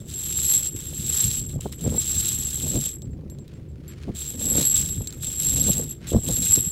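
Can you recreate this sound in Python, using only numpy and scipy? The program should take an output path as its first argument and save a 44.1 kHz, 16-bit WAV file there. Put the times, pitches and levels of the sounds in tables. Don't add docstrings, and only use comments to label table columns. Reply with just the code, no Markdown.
import sys
import numpy as np
from scipy import signal
from scipy.fft import rfft, irfft, next_fast_len
from scipy.io import wavfile
from scipy.ndimage import uniform_filter1d, map_coordinates

SR = 44100
rng = np.random.default_rng(int(sys.argv[2]) if len(sys.argv) > 2 else 0)


def bounce(signal):
    frames = np.transpose(np.atleast_2d(signal))
    limited = np.clip(frames, -1, 1)
    pcm = np.round(limited * 32767).astype(np.int16)
    wavfile.write(sys.argv[1], SR, pcm)


N = 295911

# pitch_hz, relative_level_db
DRONE_SPECTRUM = [(20, -23), (55, -21), (70, -7), (78, 6), (86, -12.5), (120, -12), (152, -4.5), (185, -21),
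                  (260, -27), (340, -13), (420, -21.5), (800, -44), (2000, -63), (8000, -63)]
# pitch_hz, relative_level_db
RUMBLE_SPECTRUM = [(15, -79), (30, -20), (45, 3.5), (78, 5.5), (150, 6), (220, -8), (340, -16),
                   (500, -29.5), (900, -69), (2500, -59.5)]
# pitch_hz, relative_level_db
EDDY_SPECTRUM = [(40, -35.5), (110, -13), (160, -2.5), (205, 0), (270, -4.5), (380, -18.5), (600, -37.5),
                 (1500, -62)]
# pitch_hz, relative_level_db
BUFFET_SPECTRUM = [(40, -9.5), (130, -8), (280, -4.5), (500, -2), (750, -14.5), (1100, -22.5),
                   (2000, -42.5), (5000, -76)]
# centre_s, half_length_s, rumble_db, buffet_db (before layer trims)
GUSTS = [(0.747, 0.016, -28.5, -59), (1.017, .03, -27.5, -60), (1.268, 0.029, -23.5, -62),
         (1.448, 0.079, -30.5, -60), (1.571, 0.037, -26, -43), (1.668, .011, -38, -30),
         (1.876, 0.049, -23, -34.5), (1.957, 0.046, -30.5, -34.5), (2.19, 0.32, -34.5, -76),
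         (2.664, 0.032, -28, -38), (2.768, 0.043, -22, -32), (3.09, 0.063, -30.5, -58),
         (3.274, 0.084, -41, -51), (4.1, 0.017, -27.5, -28), (4.46, 0.14, -34.5, -41.5),
         (4.584, 0.064, -28, -33.5), (4.816, 0.14, -32, -53), (5.613, 0.12, -26, -41),
         (5.703, 0.021, -27, -28), (5.802, 0.067, -31, -37.5), (6.164, 0.029, -16, -24),
         (6.304, 0.046, -26, -34), (6.418, 0.043, -29, -43), (6.506, 0.018, -28, -64),
         (6.592, 0.029, -29, -42), (6.678, 0.011, -26, -61)]
# centre_s, level_db (before the pop is shaped), pitch_hz
POPS = [(0.748, -20.5, 209), (1.559, -24, 332), (1.66, -23, 495), (1.864, -16, 301), (1.876, -26, 377),
        (1.921, -19, 293), (2.773, -18.5, 304), (4.081, -23, 400), (4.089, -18, 268), (4.583, -13.5, 300),
        (5.691, -19.5, 496), (6.119, -14, 307), (6.147, -7, 336), (6.159, -32, 293), (6.575, -16.5, 263)]
# pitch_hz, relative_level_db
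GRAVEL_SPECTRUM = [(200, -16.5), (700, -7), (1300, 2.5), (2200, 3), (4500, -2), (8000, -10), (16000, -23.5)]
# centre_s, half_length_s, level_db
CRUNCHES = [(0.788, 0.045, -56), (1.17, 0.054, -45.5), (1.729, 0.009, -49), (1.911, 0.099, -51),
            (3.535, 0.074, -61.5), (4.003, 0.16, -55), (4.59, 0.06, -45.5), (5.127, 0.071, -56),
            (6.063, 0.045, -48.5)]
# start_s, level_db (before a common trim)
KNOCKS = [(0.0857, -29), (0.441, -18.5), (1.1799, -20.5), (1.274, -26), (1.492, -38), (1.6072, -38),
          (1.81, -34.5), (3.02, -24.5), (3.2993, -33), (3.3866, -32), (3.4798, -33), (4.027, -34),
          (3.8798, -30), (4.082, -42.5), (4.151, -30), (4.583, -9), (4.6284, -6.5), (5.0729, -12.5),
          (5.106, -25.5), (5.1255, -22), (5.903, -34.5), (6.0701, -25.5), (6.56, -10)]
# pitch_hz, relative_level_db
KNOCK_SPECTRUM = [(800, -17), (2500, -11), (4000, 7), (5000, -4.5), (6500, 2), (9000, -3.5), (12000, -13.5),
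                  (16000, -6)]
# start_s, lower_mode_db, upper_mode_db (both before fading)
CHINKS = [(0.1702, -35, -45), (0.2358, -26, -30.5), (0.428, -27, -28), (0.4803, -15.5, -25),
          (0.5456, -13.5, -27), (0.6657, -20, -37), (1.0914, -15.5, -35), (1.2065, -14.5, -37),
          (1.9008, -26, -42), (1.9812, -12.5, -36), (2.1773, -19, -49), (2.43, -23, -46),
          (3.023, -44.5, -62), (3.107, -55.5, -77), (3.2995, -44.5, -49), (3.392, -52, -70.5),
          (3.5374, -59, -76), (3.687, -61, -71), (3.8793, -42.5, -43.5), (4.5636, -15, -27),
          (4.7413, -16, -36), (5.0738, -27, -45), (5.6138, -16.5, -48), (5.667, -20, -38),
          (5.693, -13, -22.5), (6.353, -19, -27), (6.5322, -11.5, -34.5)]
# pitch_hz, spread_between_cases_hz, relative_level_db, time_to_fade_60_db_s
BRASS_MODES = [(7597, 71, 1.5, 0.16), (11484, 57, -10.5, 0.16)]
# pitch_hz, relative_level_db
WIRE_SPECTRUM = [(600, -30.5), (1800, -30), (2500, -8), (3800, -3), (4600, -5), (6000, -1), (7000, -0.5),
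                 (7600, 11), (8300, 2), (9200, -2.5), (10200, -5), (11500, -1.5), (12600, -5.5),
                 (16000, -7)]
# time_s, tumbling_db, brass_ring_db (both before layer trims)
STROKES = [
    [(0.0, -62, -48.5), (0.038, -71, -57), (0.104, -49, -51), (0.166, -48, -34.5), (0.542, -36, -22),
     (0.626, -44, -34), (0.67, -42, -25), (0.702, -54, -38.5), (0.73, -59, -35)],
    [(0.76, -49, -38), (0.89, -51, -38), (0.906, -52, -45), (1.204, -35, -21), (1.398, -44, -33.5),
     (1.482, -66, -40.5), (1.492, -51.5, -44), (1.564, -65, -42), (1.57, -72, -54)],
    [(1.61, -46, -53), (1.614, -51, -58), (1.682, -56, -56), (1.714, -67, -60), (1.724, -46, -48.5),
     (1.73, -51, -48), (1.776, -69, -48.5), (1.792, -55, -55), (1.8, -60, -55)],
    [(1.81, -50, -48), (1.842, -52, -37.5), (1.938, -49, -45), (1.974, -43, -29.5), (2.286, -36, -28),
     (2.372, -44, -30), (2.88, -43, -32.5), (2.962, -64, -43.5), (2.99, -87, -52)],
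    [(4.151, -47, -47), (4.223, -46, -30.5), (4.371, -54, -45), (4.415, -42, -31.5), (4.515, -44, -26.5),
     (4.609, -34, -23), (4.703, -43, -25.5), (4.771, -35, -23.5), (5.065, -62, -43.5)],
    [(5.13, -61, -43.5), (5.2, -63, -57), (5.232, -42, -33.5), (5.376, -48.5, -33), (5.398, -41, -27),
     (5.724, -38, -23), (5.882, -57, -42), (5.91, -51, -36.5), (5.99, -80, -63.5)],
    [(6.075, -46, -42), (6.101, -46, -35), (6.227, -56, -41.5), (6.279, -39, -29), (6.407, -44, -27.5),
     (6.431, -36, -24.5), (6.549, -39, -19), (6.623, -45, -27.5), (6.71, -55.5, -34.5)],
]

TOP_HZ = 15780
START_DB_PER_S, SETTLE_DB_PER_S = 2501, 248
BRISK_DB = -40
GRIT_DB, GRIT_GROWS, GRIT_REST_DB = -50.5, 0.69, -68
WIRE_DB, WIRE_GROWS = -42, 0.8
RING_FLUTTER_DB, RING_FLUTTER_RATE = 2.5, 36
BREEZE_DB, BREEZE_SWING_DB, BREEZE_RATE = -40, 3, 14
CALM_BUFFET_DB = -57.5
BUFFET_LEAD_S, BUFFET_SHARE = 0.0069, 0.86


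def amp(db):
    return 10 ** (np.asarray(db) / 20)


def unit(x):
    return x / np.sqrt(np.mean(x ** 2) + 1e-20)


def curves(rows):
    s, *cols = np.transpose(rows)
    return [np.interp(np.arange(N) / SR, s, c) for c in cols]


def wobble(rate):
    knots = rng.standard_normal(8192)
    return map_coordinates(knots, [np.arange(N) * rate / SR], mode="wrap")


def coloured(x, spectrum):
    size = 4096
    hz, db = np.transpose(spectrum)
    log_hz = np.log(np.fft.rfftfreq(size, 1 / SR) + 1)
    log_gain = np.log(amp(np.interp(log_hz, np.log(hz), db)))
    cepstrum = irfft(log_gain)
    fold = np.r_[1, np.full(size // 2 - 1, 2), np.zeros(size // 2)]
    response = irfft(np.exp(rfft(cepstrum * fold)))
    return signal.fftconvolve(x, response / np.linalg.norm(response))[:len(x)]


def steady(x, span):
    width = max(int(span * SR), 2)
    power = uniform_filter1d(uniform_filter1d(x ** 2, width), width)
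    floor = np.mean(x ** 2) / 1000
    return x / np.sqrt(np.abs(power) + floor)


def contacts(rate, scatter_db):
    struck = rng.random(N) < rate / SR
    return struck * rng.choice([-1, 1], N) * amp(scatter_db * rng.standard_normal(N))


def avalanches(rate, t60, scatter_db):
    slips = contacts(rate, scatter_db) ** 2
    power = signal.lfilter([1], [1, -amp(-120 / (t60 * SR))], slips)
    return unit(np.sqrt(power))


def swell(s, half_s):
    return np.exp(-((np.arange(N) / SR - s) / half_s) ** 2)


def add(track, s, sound):
    start = max(round(s * SR), 0)
    track[start:start + len(sound)] += sound[:max(N - start, 0)]


def tumbling():
    t, strokes = np.arange(N) / SR, []
    for stroke in STROKES:
        before = np.maximum(stroke[0][0] - t, 0)
        after = np.maximum(t - stroke[-1][0], 0)
        strokes.append(np.array(curves(stroke)) - START_DB_PER_S * before - SETTLE_DB_PER_S * after)
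    level_db, ring_db = np.max(strokes, axis=0)
    return level_db, ring_db, amp(.7 * (level_db - level_db.max()))


def background():
    return amp(-40.5) * unit(coloured(rng.standard_normal(N), DRONE_SPECTRUM))


def gusting():
    breeze_db = BREEZE_SWING_DB * wobble(BREEZE_RATE)
    rumble, buffet = amp(BREEZE_DB + breeze_db), amp(CALM_BUFFET_DB + breeze_db)
    for s, half_s, rumble_db, buffet_db in GUSTS:
        rumble = np.hypot(rumble, amp(rumble_db) * swell(s, half_s))
        buffet = np.hypot(buffet, amp(buffet_db) * swell(s - BUFFET_LEAD_S, BUFFET_SHARE * half_s))
    return 20 * np.log10(rumble), 20 * np.log10(buffet)


def wind_pops():
    pops, t = np.zeros(N), np.arange(SR // 20) / SR
    for s, db, hz in POPS:
        cycles = t * hz - 1
        pop = amp(db) * np.sin(2 * np.pi * cycles) * np.exp(-(cycles / 0.34) ** 2)
        add(pops, s - .5 / hz, pop)
    return pops


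def wind():
    rumble_db, buffet_db = gusting()
    rumble_noise = coloured(rng.standard_normal(N), RUMBLE_SPECTRUM)
    rumble = amp(rumble_db - 1.5) * steady(rumble_noise, span=0.24)
    eddy_db = rumble_db + 0.63 * (buffet_db - rumble_db) + 2.5
    eddies = amp(eddy_db) * steady(coloured(rng.standard_normal(N), EDDY_SPECTRUM), span=0.11)
    lumpy_noise = rng.standard_normal(N) * amp(6.5 * wobble(170))
    buffet = amp(buffet_db) * steady(coloured(lumpy_noise, BUFFET_SPECTRUM), span=0.094)
    return rumble + eddies + buffet + wind_pops()


def crunches():
    level = sum(amp(db) * swell(s, half_s) for s, half_s, db in CRUNCHES)
    grains = unit(contacts(2500, scatter_db=4.5) * amp(3 * wobble(110)))
    return level * coloured(grains, GRAVEL_SPECTRUM)


def gravel():
    level_db = tumbling()[0]
    moving = amp(GRIT_DB + GRIT_GROWS * (level_db - BRISK_DB))
    level = np.hypot(moving, amp(GRIT_REST_DB))
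    snaps = unit(contacts(1800, scatter_db=3) * avalanches(rate=70, t60=.03, scatter_db=4))
    grinding = amp(-1) * rng.standard_normal(N)
    return level * steady(coloured(snaps + grinding, GRAVEL_SPECTRUM), span=0.09)


def knocks():
    track, t = np.zeros(N), np.arange(SR // 10) / SR
    decay = amp(-60 * t / .006) + amp(-15 - 60 * t / .04)
    for s, db in KNOCKS:
        crack = coloured(rng.standard_normal(len(t)) * decay, KNOCK_SPECTRUM)
        ping_hz = rng.normal(5700, 270)
        ping = amp(-28 - 60 * t / 0.039) * np.sin(2 * np.pi * ping_hz * t)
        add(track, s, amp(db - 4) * (crack / np.abs(crack).max() + ping))
    return track


def single_cases():
    track, t = np.zeros(N), np.arange(SR // 5) / SR
    activity = tumbling()[-1]
    for s, db, upper_db in CHINKS:
        free_s = 0.016 + 0.035 / (1 + 45 * activity[round(s * SR)])
        gate = (1 - np.exp(-t / .0008)) / (1 + (t / free_s) ** 4)
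        tuning = rng.normal(0.16, .5)
        for level_db, t60, (hz, spread, _, _) in zip([db, upper_db], [.35, .16], BRASS_MODES):
            tone = np.sin(2 * np.pi * (hz + spread * tuning) * t)
            add(track, s, gate * amp(level_db - 60 * t / t60) * tone)
    return track


def wire_pings(wire_db, activity, clumps, count=16):
    t = np.arange(SR // 20) / SR
    low_hz, high_hz, t60 = 2750, 4080, .024
    pings = np.zeros(N)
    for place in np.linspace(0, 1, count) ** 0.594:
        blows = contacts(70 + 90 * activity, scatter_db=1.0) * clumps
        blows = blows * amp((-5 + 19 * activity) * place)
        hz = low_hz + (high_hz - low_hz) * place
        ring = amp(-60 * t / t60) * np.sin(2 * np.pi * hz * t)
        pings += signal.oaconvolve(blows, ring)[:N]
    return amp(wire_db - 0.5) * steady(pings, span=0.12)


def rattle(rattle_db, activity, clumps, count=20000):
    when, pitch, chance = rng.random((count, 3)).T
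    busy = np.cumsum(.2 + activity)
    start = np.searchsorted(busy, when * busy[-1])[:, None]
    hz = 1500 + 14500 * pitch[:, None]
    size_db = np.minimum(-2.4 * np.log(1 - chance), 14)
    size = amp(size_db)[:, None] * clumps[start]
    n = np.arange(SR // 300)
    ticks = size * np.sin(2 * np.pi * hz * n / SR) * amp(-60 * n / SR / 0.0019)
    crowd = unit(np.bincount((start + n).ravel(), ticks.ravel(), N)[:N])
    sliding = unit(clumps * rng.standard_normal(N))
    clicks = amp(-6.5) * unit(contacts(220, scatter_db=-3.5))
    return amp(rattle_db + 8.0) * steady(coloured(crowd + sliding + clicks, WIRE_SPECTRUM), span=0.064)


def mode_ring(mode, tuning):
    hz, spread, db, t60 = mode
    t = np.arange(SR // 5) / SR
    return amp(db - 60 * t / t60) * np.sin(2 * np.pi * (hz + spread * tuning) * t)


def jingle(ring_db, activity, clumps, count=14):
    tunings = np.linspace(-1, 1, count)
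    tunings = tunings + tunings ** 5
    rings = np.zeros(N)
    for tuning in tunings:
        blows = contacts(12 + 30 * activity, scatter_db=4.0) * clumps
        blows = blows * amp(-1.6 * tuning ** 2)
        for mode in BRASS_MODES:
            share = 1 + 0.19 * rng.standard_normal(N)
            rings += signal.oaconvolve(blows * share, mode_ring(mode, tuning))[:N]
    return amp(ring_db + 1.97) * steady(rings, span=0.019)


def rolling():
    level_db, ring_db, activity = tumbling()
    ring_db = ring_db + RING_FLUTTER_DB * wobble(RING_FLUTTER_RATE)
    wire_db = WIRE_DB + WIRE_GROWS * (level_db - BRISK_DB)
    slips = .55 + avalanches(rate=500, t60=.009, scatter_db=3.8)
    clumps = slips * amp(1.1 * wobble(130))
    wires = wire_pings(wire_db, activity, clumps)
    return wires + rattle(level_db, activity, clumps) + jingle(ring_db, activity, clumps)


def scene():
    surroundings = background() + wind() + crunches()
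    cage = gravel() + knocks() + single_cases() + rolling()
    return (surroundings + cage)[None]


def record(dry):
    size = next_fast_len(N + SR // 4)
    kept = np.fft.rfftfreq(size, 1 / SR) < TOP_HZ
    return irfft(rfft(dry, size) * kept, size)[:, :N]


dry = scene()
out = record(dry)
bounce(out)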